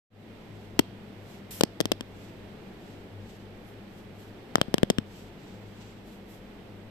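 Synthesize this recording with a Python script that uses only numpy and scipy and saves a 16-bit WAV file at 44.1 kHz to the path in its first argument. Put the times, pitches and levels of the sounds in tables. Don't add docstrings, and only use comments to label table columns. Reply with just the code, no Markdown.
import sys
import numpy as np
from scipy import signal
from scipy.fft import rfft, irfft, next_fast_len
from scipy.io import wavfile
from scipy.ndimage import uniform_filter1d, minimum_filter1d, map_coordinates

SR = 44100
rng = np.random.default_rng(int(sys.argv[2]) if len(sys.argv) > 2 else 0)


def wav_out(sig):
    wavfile.write(sys.argv[1], SR, np.round(np.clip(np.atleast_2d(sig).T, -1, 1) * 32767).astype(np.int16))


N = 304290

# (frequency [Hz], level [dB])
FAN_AIR = [(25, -2), (72, -6), (150, 2.5), (430, 1), (560, -4.5), (800, -7.5), (1100, -13.5), (1900, -14),
           (3400, -19), (7200, -35), (8000, -31), (9000, -40), (12500, -34), (14000, -35)]
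# (frequency [Hz], correlation [-])
AIR_COHERENCE = [(60, 1), (130, 0.94), (290, 0.87), (640, 0.62), (1410, 0.14), (3100, 0.015)]
# (frequency [Hz], level [dB])
FAN_TONES = [(49, -62), (102, -52.5), (193, -59), (200, -56.5), (222, -59.5)]
# (frequency [Hz], left minus right [dB])
FAN_BALANCE = [(110, 3.5), (380, 0), (700, -2.5), (1290, 2), (2380, -6.5), (4400, -6.5), (8120, -4.5),
               (15000, 8.5)]
# (centre [s], half length [s], level [dB])
RUBS = [(0.603, 0.09, -68.5), (1.31, 0.077, -60), (2.23, 0.091, -60.5), (2.897, 0.1, -62.5),
        (3.323, 0.096, -61.5), (3.687, .05, -70), (3.98, 0.072, -65.5), (4.232, 0.065, -64.5),
        (5.18, 0.09, -57), (5.49, 0.12, -62), (5.833, .13, -60), (6.113, 0.066, -62.5),
        (6.332, 0.052, -63.5)]
# (frequency [Hz], level [dB])
SKIN_HISS = [(1000, -28), (2500, -46), (5000, -1), (7000, -0.5), (8000, 1.5), (9500, -1), (12500, 8),
             (14000, 3), (14700, -22), (15500, -50)]
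SKIN_RUSTLE = [(700, -16), (1500, -1), (3200, 5.5), (5200, 0.5), (7000, -2), (8000, 2), (9000, -34),
               (14000, -14), (15000, -60)]
# (frequency [Hz], T60 [s])
ROOM_T60 = [(200, 0.3), (3000, 0.64), (12000, 0.2)]
# (frequency [Hz], width [Hz], gain [dB])
BODY_MODES = [(220, 123, -3), (588, 140, -7)]
# (frequency [Hz], level [dB])
CASE_LEFT = [(100, -12.5), (700, 0), (1700, 6.5), (2300, -1.5), (3200, 5.5), (4300, -4.5), (5100, -0.5),
             (7200, -12), (8000, 2), (8800, -9.5), (10300, -12), (11900, -7), (14000, -11), (15500, -44)]
CASE_RIGHT = [(100, -4), (800, 5), (1600, -1), (2250, -18), (3050, 10), (3600, -1), (5100, -1), (7200, 0),
              (8000, -11), (9800, -10), (11400, -11.5), (13700, -15), (15500, -32)]
# (time [s], push level [dB], push frequency [Hz], knock level [dB], nail level [dB],
# flatness [0 nail tip to 1 flat pad], nail right minus left [dB])
TAPS = [(0.7918, 2, 280, -3, 7, 0.48, -4), (.7927, -16, 302, -2.5, 4, 0.21, -15),
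        (0.7948, 6, 260, 2.5, 9, 0.13, -10.5), (1.6097, 6, 450, -9, 6, 0.23, -7),
        (1.612, -3, 485, -14, 1.5, 0.18, -25), (1.6354, 5.5, 302, -14, 4, 0.18, 3),
        (1.8043, 4, 450, -7.5, 4.5, 0.05, -13.5), (1.8105, -1, 336, -17, -2.5, 0.23, -4),
        (1.8558, -5.5, 275, -13.5, -3.5, 0.25, -1.5), (1.918, 3.5, 417, -7.5, 3, .1, -5),
        (1.921, -4.5, 383, -24, -1, 0.36, -29), (2.0089, -14.5, 251, -24, -7.5, 0.81, -2.5),
        (4.556, 5, 700, 8.5, 8.5, 0.75, -3.5), (4.583, -11, 300, -12, -24, 1, -8),
        (4.6144, 5, 510, -30, 6.5, 0.9, -2.5), (4.6821, -15.5, 191, -32, -39, 1, -5),
        (4.742, 6.5, 350, -3.5, 4.5, 0.33, -14), (4.7822, -12.5, 260, -14.5, -0.5, 1, -15),
        (4.832, 10.5, 378, -17, 4, 0.82, -24), (4.9014, 8, 420, -6, 7, 0.33, -5.5),
        (4.9058, -4.5, 238, -15, -4, 0.83, -3.5), (4.9846, -0.5, 220, -34, -0.5, .95, -8.5)]


def amp(db):
    return 10 ** (np.asarray(db) / 20)


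def unit_rms(x):
    return x / np.sqrt(np.mean(x ** 2) + 1e-20)


def along(points, hz):
    points_hz, values = np.transpose(points)
    return np.interp(np.log(hz + 1), np.log(points_hz + 1), values)


def wobble(knots_per_s):
    knots = rng.standard_normal(int(N * knots_per_s / SR) + 4)
    return map_coordinates(knots, [np.arange(N) * knots_per_s / SR])


def filtered(x, response):
    size = next_fast_len(N + SR // 2)
    return irfft(rfft(x, size) * response(np.fft.rfftfreq(size, 1 / SR)), size)[..., :N]


def noise(spectrum):
    return unit_rms(filtered(rng.standard_normal((2, N)), lambda hz: amp(along(spectrum, hz))))


def impulse_response(spectrum, size=2048):
    cepstrum = irfft(np.log(amp(along(spectrum, np.fft.rfftfreq(size, 1 / SR)))))
    cepstrum[1:size // 2] *= 2
    cepstrum[size // 2 + 1:] = 0
    response = irfft(np.exp(rfft(cepstrum)))
    return response / np.linalg.norm(response)


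def add(track, start_s, sound):
    track[round(start_s * SR):][:len(sound)] += sound


def fan(air_db=-48, swell_db=0.7, swell_per_s=2.994, waver_per_s=13, steady=0.78):
    angle = lambda hz: np.arccos(np.clip(along(AIR_COHERENCE, hz), -1, 1)) / 2
    colour = lambda hz: amp(along(FAN_AIR, hz)) * (hz < 14400) * [np.cos(angle(hz)), np.sin(angle(hz))]
    mid, side = filtered(rng.standard_normal((2, N)), colour)
    air = amp(air_db + swell_db * wobble(swell_per_s)) * unit_rms(np.array([mid + side, mid - side]))
    t = np.arange(N) / SR
    hum = np.zeros(N)
    for hz, db in FAN_TONES:
        waver = steady + wobble(waver_per_s) + 1j * wobble(waver_per_s)
        hum += amp(db) * unit_rms(np.real(waver * np.exp(2j * np.pi * hz * t)))
    return filtered(air + hum, lambda hz: amp(np.outer([0.5, -0.5], along(FAN_BALANCE, hz))))


def finger_rubs(hiss_db=-2, hiss_db_per_octave=12, ref_half_s=0.062, grain_db=2):
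    t = np.arange(N) / SR
    hiss, rustle = np.zeros((2, N))
    for centre_s, half_s, db in RUBS:
        stroke = amp(db) * np.exp(-((t - centre_s) / half_s) ** 2)
        hiss += amp(hiss_db + hiss_db_per_octave * np.log2(ref_half_s / half_s)) * stroke
        rustle += stroke
    return (hiss * noise(SKIN_HISS) + rustle * noise(SKIN_RUSTLE)) * amp(grain_db * wobble(60))


def palm_brush(start_s=1.507, end_s=1.612, attack_s=0.002, release_s=0.014,
               hiss_db=-43, fade_db_per_s=64, grain_db=0.3):
    t = np.arange(N) / SR
    contact = np.clip(np.minimum((t - start_s) / attack_s, (end_s - t) / release_s), 0, 1)
    sweep_db = hiss_db - fade_db_per_s * np.abs(t - start_s) - grain_db * wobble(500)
    return contact * amp(sweep_db) * (noise(SKIN_HISS) + amp(-5) * noise(SKIN_RUSTLE))


def room(source, tail_db=-28, wall_db=-27, wall_delay_s=0.0148, wall_decay_s=0.0022, left_db=-5):
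    radiation_hz_db = [(300, -5), (1500, -4), (2800, 4), (3900, 5.5), (6000, -1.5), (12000, -6)]
    airborne = filtered(source.mean(axis=0), lambda hz: amp(along(radiation_hz_db, hz)))
    hz, t, frames = signal.stft(rng.standard_normal((2, SR // 2)), SR, nperseg=256)
    decay = amp(-60 * t / along(ROOM_T60, hz)[:, None])
    response = signal.istft(frames * decay, SR, nperseg=256)[1]
    response *= amp(tail_db) / np.linalg.norm(response[0])
    age_s = np.arange(SR // 100) / SR
    for channel in response:
        echo = rng.standard_normal(len(age_s)) * np.exp(-age_s / wall_decay_s)
        add(channel, wall_delay_s, amp(wall_db) * echo / np.linalg.norm(echo))
    return signal.fftconvolve(airborne[None], response, axes=1)[:, :N] * amp([[left_db], [0]])


def damped(t, hz, decay_cycles, wave=np.sin):
    return wave(2 * np.pi * hz * t) * np.exp(-t * hz / decay_cycles)


def nail_strike(t, flatness, tip_ring_hz=6160, flat_ring_hz=2840,
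                tip_cutoff_hz=30000, flat_cutoff_hz=3800, chatter_s=0.00094):
    ring_hz = tip_ring_hz * (flat_ring_hz / tip_ring_hz) ** flatness
    cutoff_hz = tip_cutoff_hz * (flat_cutoff_hz / tip_cutoff_hz) ** flatness
    ring = 0.077 * damped(t, ring_hz, decay_cycles=1.07, wave=np.cos)
    chatter = 0.14 * rng.standard_normal(len(t)) * np.exp(-t / chatter_s)
    strike = (t == 0) + ring + chatter
    pole = np.exp(-2 * np.pi * cutoff_hz / SR)
    return signal.lfilter([1 - pole], [1, -pole], strike / np.linalg.norm(strike))


def nail_clicks(right_lag_s=0.00024):
    t = np.arange(SR // 30) / SR
    left, right = np.zeros((2, N))
    for start_s, _, _, _, nail_db, flatness, right_db in TAPS:
        add(left, start_s, amp(nail_db) * nail_strike(t, flatness))
        add(right, start_s + right_lag_s, amp(nail_db + right_db) * nail_strike(t, flatness))
    return np.array([signal.fftconvolve(left, impulse_response(CASE_LEFT))[:N],
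                     signal.fftconvolve(right, impulse_response(CASE_RIGHT))[:N]])


def camera_body(hz, low_cut_hz=95, gain_db=-5):
    rocking = 1 + sum(amp(db) * 1j * hz * width_hz / (mode_hz ** 2 - hz ** 2 + 1j * hz * width_hz)
                      for mode_hz, width_hz, db in BODY_MODES)
    return amp(gain_db) * rocking * 1j * hz / (low_cut_hz + 1j * hz)


def finger_thumps(pad_hz=130, tip_pad_db=-33, flat_boost_db=23, ref_knock_hz=990, ref_push_hz=350,
                  rise_s=0.00044, right_lag_s=0.00053, right_pitch_ratio=0.64):
    t = np.arange(SR // 30) / SR
    onset = 1 - np.exp(-t / rise_s)
    left, right = np.zeros((2, N))
    for start_s, push_db, push_hz, knock_db, _, flatness, _ in TAPS:
        pad_db = push_db + tip_pad_db + flat_boost_db * flatness
        pad = -amp(pad_db) * damped(t, pad_hz, decay_cycles=0.37)
        knock_hz = ref_knock_hz * (push_hz / ref_push_hz) ** 0.36
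        knock = amp(knock_db) * damped(t, knock_hz, decay_cycles=0.75)
        push = lambda hz: amp(push_db) * onset * damped(t, hz, decay_cycles=0.5, wave=np.cos)
        add(left, start_s, pad + push(push_hz) + knock)
        far_thump = amp(-7) * pad + amp(-11) * push(push_hz * right_pitch_ratio) + amp(-8) * knock
        add(right, start_s + right_lag_s, far_thump)
    return filtered(np.array([left, right]), camera_body)


def scene():
    drumming = finger_thumps() + nail_clicks()
    return drumming + room(drumming) + finger_rubs() + palm_brush() + fan()


def record(dry, limit_db=-4.5, hold_s=0.15, open_s=0.1, rise_s=0.14, ceiling=0.9, top_hz=16800):
    level = np.sqrt(np.abs(uniform_filter1d(dry ** 2, size=88, axis=1))) + 1e-9
    gain = np.minimum(1, amp(limit_db) / level)
    span, lookahead = int(hold_s * SR), SR // 300
    held_gain = minimum_filter1d(gain, span, axis=1, origin=span // 2 - lookahead)
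    fade_in = 1 - np.exp(-np.maximum(np.arange(N) / SR - open_s, 0) / rise_s)
    ducked = dry * uniform_filter1d(held_gain, size=130, axis=1) * fade_in
    clipped = ducked / (1 + np.abs(ducked / ceiling) ** 4) ** (1 / 4)
    return filtered(clipped, lambda hz: np.clip((top_hz - hz) / 800, 0, 1))


dry = scene()
out = record(dry)
wav_out(out)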